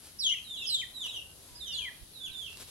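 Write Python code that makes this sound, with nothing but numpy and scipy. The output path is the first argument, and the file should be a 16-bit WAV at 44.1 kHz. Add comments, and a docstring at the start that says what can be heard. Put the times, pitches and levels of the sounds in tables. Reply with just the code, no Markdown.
"""Chicks cheep in a grassy yard, a few metres from a hand-held camera with two microphone ports.
Each cheep is a falling, near-pure whistle: a sine on a pitch curve with weak overtones.
Two young chickens scuffle: wings swish as shaped noise and feathers crackle as random ticks and snaps.
The yard walls echo birds and wings as decaying noise; behind lie wind puffs, hiss, faint far tones and rumble."""
import sys
import numpy as np
from scipy import signal
from scipy.fft import rfft, irfft
from scipy.io import wavfile
from scipy.ndimage import uniform_filter1d

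SR = 44100
rng = np.random.default_rng(int(sys.argv[2]) if len(sys.argv) > 2 else 0)


def dump_mix(stems):
    """Bounce the given channels to the path in sys.argv[1] as a 16-bit WAV at rate SR."""
    frames = np.atleast_2d(stems).T  # one column per channel
    limited = np.clip(frames, -1, 1)  # hard clip at full scale
    pcm = np.round(limited * 32767).astype(np.int16)
    wavfile.write(sys.argv[1], SR, pcm)


N = 119070

# Whistles of the chicks in front, one curve each: [t/s, f/Hz, level/dB]
FRONT_CALLS = [
    [(.186, 5630, -46), (.197, 5540, -38.5), (.21, 5220, -40.5), (.222, 4120, -33.5), (.245, 3486, -30),
     (.27, 3138, -28), (.3, 3106, -46), (.33, 3148, -31.5), (.345, 3300, -55)],
    [(.186, 4910, -46), (.2, 5110, -47), (.215, 4450, -37.5), (.222, 4320, -52)],
    [(.275, 3073, -33), (.3, 2829, -33), (.33, 3040, -34.5), (.345, 2824, -41), (.37, 2680, -48.5),
     (.395, 2470, -49)],
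    [(.305, 2330, -53), (.315, 2065, -52), (.34, 2074, -45), (.353, 1880, -50)],
    [(.33, 2500, -42), (.345, 2240, -46), (.355, 2100, -57)],
    [(.66, 4700, -46), (.68, 5050, -41), (.7, 4910, -36), (.71, 4500, -51)],
    [(.655, 5010, -62), (.675, 5366, -34.5), (.692, 4980, -38), (.705, 4180, -30), (.735, 3927, -30.5),
     (.755, 3556, -27.5), (.78, 3190, -47.5), (.805, 3100, -30.5), (.84, 3110, -65)],
    [(.812, 2730, -32), (.825, 2064, -49.5), (.84, 1913, -41), (.852, 1860, -79)],
    [(1.66, 6300, -65), (1.68, 5980, -43), (1.71, 5700, -60), (1.73, 4820, -46), (1.755, 3990, -38.5),
     (1.775, 3396, -48), (1.8, 3240, -43), (1.85, 3130, -44), (1.91, 3130, -78)],
    [(1.785, 3115, -28), (1.8, 2880, -49.5), (1.825, 2450, -48.5), (1.848, 2418, -43.5), (1.86, 2050, -42),
     (1.885, 1950, -41.5), (1.9, 1670, -47.5)],
]
# Whistles of the chicks off to the side, one curve each: [t/s, f/Hz, level/dB]
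SIDE_CALLS = [
    [(.44, 4150, -54), (.465, 3838, -55), (.495, 3677, -46.5), (.54, 3502, -44), (.56, 3320, -47),
     (.578, 2900, -53), (.605, 2840, -54.5), (.635, 2664, -35.5)],
    [(.565, 4090, -51), (.585, 3885, -46), (.605, 3650, -46.5), (.645, 3430, -42), (.66, 3020, -39),
     (.69, 3013, -51.5), (.72, 2693, -49)],
    [(.93, 4050, -62), (.96, 3920, -44), (.985, 3816, -47.5), (1.02, 3530, -38), (1.033, 3373, -43.5),
     (1.042, 3012, -39), (1.065, 2830, -45.5), (1.085, 2434, -44.5)],
    [(1.08, 3910, -41.5), (1.105, 3724, -46), (1.14, 3254, -44.5), (1.153, 3093, -43.5),
     (1.17, 2878, -41.5), (1.19, 2772, -46.5), (1.215, 2510, -65)],
    [(1.545, 4860, -72), (1.56, 4967, -47.5), (1.58, 4866, -57), (1.595, 4400, -61), (1.61, 3825, -43.5),
     (1.65, 3474, -48), (1.67, 3150, -45), (1.71, 2907, -45), (1.74, 2704, -48.5)],
    [(1.675, 3780, -44), (1.695, 3677, -49.5), (1.74, 3512, -46), (1.775, 3417, -41), (1.8, 3230, -43)],
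    [(2.13, 4350, -66), (2.165, 3880, -54), (2.21, 3560, -50.5), (2.245, 3471, -42.5), (2.258, 3390, -42.5),
     (2.27, 2936, -43.5), (2.285, 2585, -56), (2.305, 2190, -58)],
    [(2.31, 4083, -52), (2.33, 3718, -50.5), (2.36, 3568, -46.5), (2.405, 3510, -44.5),
     (2.425, 3330, -46.5), (2.45, 3094, -50.5), (2.48, 2714, -48.5), (2.5, 2510, -58)],
    [(2.51, 2860, -47), (2.525, 2708, -54), (2.545, 2520, -69)],
]
# 2nd and 3rd partial relative to the whistle at full voice: [level/dB, level/dB]
FRONT_OVERTONES = (-10.5, -28)
SIDE_OVERTONES = (-5.5, -40)
# Throat response, where the highest overtones fall away: [f/Hz, level/dB]
THROAT_RESPONSE = [(8200, 0), (9500, -1), (12500, 2), (14000, -28)]
FULL_VOICE_DB, OVERTONE_GROWTH = -30, .6  # growth: overtone dB per dB of voice
QUAVER_HZ, FLUTTER_DB = 25, 1.6  # rms pitch and level wobble
# Camera body shading of each direction, left minus right: [f/Hz, level/dB]
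FRONT_SHADING = [(2000, 1.5), (2450, -3), (3100, 13.5), (3500, -1.5), (3950, -3.5), (5300, -9), (7000, 2.5),
                 (10000, 14)]
SIDE_SHADING = [(2950, 3), (3500, -4.5), (3900, -6.5), (5000, -2), (7000, 8)]
WING_SHADING = [(3000, 0.5), (5000, -10), (10000, 23.5)]
# Time by which the left port lags the right, for each direction: [f/Hz, lag/ms]
FRONT_LEFT_LAG = [(2000, 0.038), (3100, 0.081), (3600, 0.1), (4200, 0.095), (5200, 0.062)]
SIDE_LEFT_LAG = [(2000, -.28), (8000, -0.311)]
WING_LEFT_LAG = [(300, 0.09), (9000, 0.031)]
# Side chicks sliding right as the camera turns, left minus right: [t/s, level/dB]
SIDE_SLIDE = [(0, -2.5), (1, -0.5), (1.7, -5), (2.4, -8)]

# Wing beats: [peak t/s, half length/s, swish level/dB, crackle level/dB]
WING_BEATS = [(0.063, 0.063, -57, -56.5), (1.061, 0.041, -56.5, -57), (1.157, .025, -58.5, -69),
              (1.742, 0.035, -58.5, -69), (2.517, 0.023, -66, -55.5), (2.576, 0.022, -58, -57.5),
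              (2.616, 0.029, -48, -58), (2.69, 0.026, -56, -57)]
# Spectrum of swish, crackle and snaps: [f/Hz, level/dB]
WING_SPECTRUM = [(200, -3), (600, -4.5), (2000, -6), (4500, -2), (8000, -6), (12000, -15), (16000, -30)]
# Quill snaps, single clicks before colouring: [t/s, level/dB]
QUILL_SNAPS = [(2.572, -44), (2.582, -42), (2.594, -45), (2.623, -36), (2.695, -41)]
CRACKLES_PER_S = 1500

# Colour of the yard's echoes: [f/Hz, level/dB]
YARD_SPECTRUM = [(1500, -11.5), (2200, -4.5), (3000, -2), (4000, -1.5), (5000, -5.5), (10000, -6)]
NEAR_T60_S, NEAR_DB = 0.36, -3  # step and wall close by; level before colouring
YARD_T60_S, YARD_DB, YARD_GAP_S = 0.4, -5.5, .002  # yard walls; the gap is silent
SCATTER_DB, SCATTER_PER_S = 1.5, 250  # stirring leaves break up the echoes

# Wind puffs on the ports, level at the right port: [peak t/s, level/dB]
WIND_PUFFS = [(.72, -55), (1.53, -51), (1.64, -58), (2.025, -41), (2.3, -48.5)]
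GUST_HZ, GUST_S = 45.3, 0.024  # low-pass corner, half length

# Spectrum of the high hiss: [f/Hz, level/dB]
SHIMMER_SPECTRUM = [(6000, -50), (8000, -14), (9500, -2.5), (11300, 2.5), (11900, -5), (12200, -45)]
SHIMMER_DB, SHIMMER_PAN_DB = -53.5, 22  # level at the left port, drop to the right

# Faint far tones: [start t/s, length/s, f/Hz, level/dB]
FAR_WHISTLES = [(0.96, 0.095, 470, -91), (1.48, 0.12, 982, -68.5), (1.77, 0.162, 980, -72.5),
                (1.556, .5, 1660, -76), (2.2, .2, 1545, -69), (1.26, .08, 1530, -74.5)]

# Spectrum of far rumble and hiss: [f/Hz, level/dB]
AIR_SPECTRUM = [(20, -6), (40, -3.5), (85, 0), (140, -3), (220, -11), (900, -19), (2200, -22.5),
                (3700, -16.5), (8500, -20.5), (12000, -27), (16000, -30)]
# Balance of the air, left minus right: [f/Hz, level/dB]
AIR_PAN = [(30, 2), (100, -1), (1000, 1.5), (4500, -6), (7000, 2.5), (15000, 2)]
# Share of the air's power common to both ports: [f/Hz, share]
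AIR_COMMON = [(30, 0.63), (100, 0.91), (300, 0.58), (1000, 0.21), (3000, 0.033)]
# Swell of the rumble, the lowest three octave bands: [t/s, level/dB]
RUMBLE_SWELL = [(0, -2.5), (1.05, -2), (1.2, 0.5), (1.45, -3), (1.74, 0), (2.1, -2.5), (2.5, 0), (2.7, 0)]
AIR_DB = -55.5  # rms over both ports

TOP_HZ = 15800


def chicks(calls, overtones_db):
    """Near-sine whistles; overtones grow with the voice, and pitch quavers as level flutters."""
    t = np.arange(N) / SR
    out = np.zeros(N)
    quaver = QUAVER_HZ * walk(150)
    flutter = undb(FLUTTER_DB * walk(90))
    for call in calls:
        s, hz, db = np.array(call, float).T
        on = slice(int(s[0] * SR), int(s[-1] * SR))

        def smooth(v):
            """Curve between the points, its corners rounded over 5 ms."""
            return uniform_filter1d(np.interp(t[on], s, v), size=221, mode="nearest")

        level = smooth(db)
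        phase = 2 * np.pi * np.cumsum(smooth(hz) + quaver[on]) / SR
        tone = np.sin(phase)
        for partial, partial_db in enumerate(overtones_db, start=2):
            gain = undb(partial_db + OVERTONE_GROWTH * (level - FULL_VOICE_DB))
            tone = tone + gain * np.sin(partial * phase)
        edge = np.clip(np.minimum(t[on] - s[0], s[-1] - t[on]) / .008, 0, 1)  # 8 ms ramps
        out[on] += np.sqrt(2) * undb(level) * edge * tone
    return colour(out * flutter, THROAT_RESPONSE)


def wings():
    """Each beat swishes air as grainy noise; feathers crackle in random ticks and quills snap."""
    swish_level = sum(undb(db) * bump(s, half) for s, half, db, _ in WING_BEATS)
    crackle_level = sum(undb(db) * bump(s, 1.46 * half) for s, half, _, db in WING_BEATS)
    grain = undb(1.06 * walk(200))
    swish = swish_level * grain * unit(colour(rng.standard_normal(N), WING_SPECTRUM))

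    struck = rng.random(N) < CRACKLES_PER_S / SR
    strength = undb(4.6 * rng.exponential(size=N))
    ticks = struck * strength * rng.choice([-1, 1], N)
    crackle = crackle_level * unit(colour(ticks, WING_SPECTRUM))

    snaps = np.zeros(N)
    for s, db in QUILL_SNAPS:
        snaps[int(s * SR)] = undb(db)
    return colour(snaps, WING_SPECTRUM) + swish + crackle


def yard(x):
    """Echoes of near surfaces and yard walls: two overlaid decays of noise, independent at each port."""
    t = np.arange(int(.8 * SR)) / SR

    def fade(t60):
        """Decay of 60 dB in t60 seconds, at unit energy."""
        decay = undb(-60 * t / t60)
        return decay / np.sqrt(np.sum(decay ** 2))

    near = undb(NEAR_DB) * fade(NEAR_T60_S)
    walls = undb(YARD_DB) * fade(YARD_T60_S)
    shape = np.hypot(near, walls) * (t > YARD_GAP_S)
    echo = rng.standard_normal((2, len(t))) * shape
    return colour(signal.fftconvolve(x[None], echo, axes=1)[:, :N], YARD_SPECTRUM)


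def gusts():
    """Wind puffs on the ports: short swells of low-passed noise, mostly on the right."""
    low_pass = signal.butter(2, GUST_HZ, fs=SR, output="sos")
    low = unit(signal.sosfilt(low_pass, rng.standard_normal((2, N))))
    ports = undb(np.array([[-14], [0]]))
    return low * ports * sum(undb(db) * bump(s, GUST_S) for s, db in WIND_PUFFS)


def shimmer():
    """High hiss, mostly on the left: band-shaped noise with a slight random flicker."""
    hiss = unit(colour(rng.standard_normal((2, N)), SHIMMER_SPECTRUM))
    ports_db = np.array([[0], [-SHIMMER_PAN_DB]])
    return hiss * undb(SHIMMER_DB + 0.5 * walk(120) + ports_db)


def far_tones():
    """Faint sines from far off, wavering in level and phase."""
    t = np.arange(N) / SR
    waver = undb(2.6 * walk(24.62))
    tones = np.zeros(N)
    for s, long, hz, db in FAR_WHISTLES:
        edge = np.clip(np.minimum(t - s, s + long - t) / 0.0068, 0, 1)  # 6.8 ms ramps
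        tones += undb(db) * np.sqrt(2) * np.sin(2 * np.pi * hz * t + 1.7 * walk(30.45)) * edge
    return waver * tones


def air():
    """Far rumble and hiss: noise partly common to both ports, each octave band swelling and flickering."""
    hz = np.arange(N // 2 + 1) * SR / N
    both, left, right = rfft(rng.standard_normal((3, N)))
    alike = np.clip(at(AIR_COMMON, hz), 0, 1)
    pan = at(AIR_PAN, hz) / 2
    noise = np.sqrt(alike) * both + np.sqrt(1 - alike) * np.array([left, right])
    spec = noise * undb(at(AIR_SPECTRUM, hz) + np.array([pan, -pan]))

    octave = np.log2(np.maximum(hz, 1) / 30)
    swell = np.interp(np.arange(N) / SR, *np.array(RUMBLE_SWELL).T)
    out = 0
    for k in range(10):  # overlapping bands centred on 30 Hz, 60 Hz and so on
        band = irfft(spec * np.clip(1 - abs(octave - k), 0, 1), N)
        out = out + band * undb(1.7 * walk(1.43) + 1.43 * walk(9.05) + (k < 3) * swell)
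    return unit(out) * undb(AIR_DB)


def undb(db):
    """Amplitude from dB."""
    return 10 ** (np.asarray(db) / 20)


def unit(x):
    """Scale to an rms of 1."""
    return x / np.sqrt(np.mean(x ** 2))


def at(table, hz):
    """Table of (f/Hz, value) read on a log frequency axis."""
    tab = np.array(table, float)
    return np.interp(np.log(np.maximum(hz, 1)), np.log(tab[:, 0]), tab[:, 1])


def colour(x, table):
    """Shape the spectrum by (f/Hz, level/dB) points."""
    n = x.shape[-1]
    return irfft(rfft(x) * undb(at(table, np.arange(n // 2 + 1) * SR / n)), n)


def walk(rate):
    """Random wander of unit rms: levels held 1 / rate seconds, then smoothed twice."""
    k = int(SR / rate)
    steps = np.repeat(rng.standard_normal(N // k + 1), k)
    return unit(uniform_filter1d(uniform_filter1d(steps, k), k)[:N])


def bump(s, half):
    """Bell-shaped swell peaking at s; half its length is two standard deviations."""
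    return np.exp(-.5 * ((np.arange(N) / SR - s) / (half / 2)) ** 2)


def place(x, left_lag_ms, pan_db):
    """Direction at the two ports: a lag and a level difference, both by frequency."""
    hz = np.arange(N // 2 + 1) * SR / N
    spec = rfft(x)
    pan = undb(at(pan_db, hz) / 2)
    lag = np.exp(-2j * np.pi * hz * at(left_lag_ms, hz) / 1000)
    return irfft(np.array([spec * pan * lag, spec / pan]), N)


def scene():
    """Birds and wings placed around the camera, their echoes, and the background."""
    front = chicks(FRONT_CALLS, FRONT_OVERTONES)
    side = chicks(SIDE_CALLS, SIDE_OVERTONES)
    flap = wings()
    turn = undb(np.interp(np.arange(N) / SR, *np.array(SIDE_SLIDE).T) / 2)
    turn = np.array([turn, 1 / turn])
    direct = place(front, FRONT_LEFT_LAG, FRONT_SHADING)
    direct = direct + turn * place(side, SIDE_LEFT_LAG, SIDE_SHADING)
    direct = direct + place(flap, WING_LEFT_LAG, WING_SHADING)
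    # the side chicks feed the echoes more strongly; the echoes follow the turn half as far
    scatter = undb(SCATTER_DB * np.array([walk(SCATTER_PER_S), walk(SCATTER_PER_S)]))
    echoes = np.sqrt(turn) * yard(front + undb(5.5) * side + flap) * scatter
    return direct + echoes + gusts() + shimmer() + far_tones() + air()


def record(dry):
    """The camera drops the deepest bass and cuts the top."""
    bass_cut = signal.butter(2, 22, "highpass", fs=SR, output="sos")
    top_cut = signal.ellip(10, .2, 70, TOP_HZ, fs=SR, output="sos")
    return signal.sosfilt(top_cut, signal.sosfilt(bass_cut, dry))


dry = scene()
out = record(dry)
dump_mix(out)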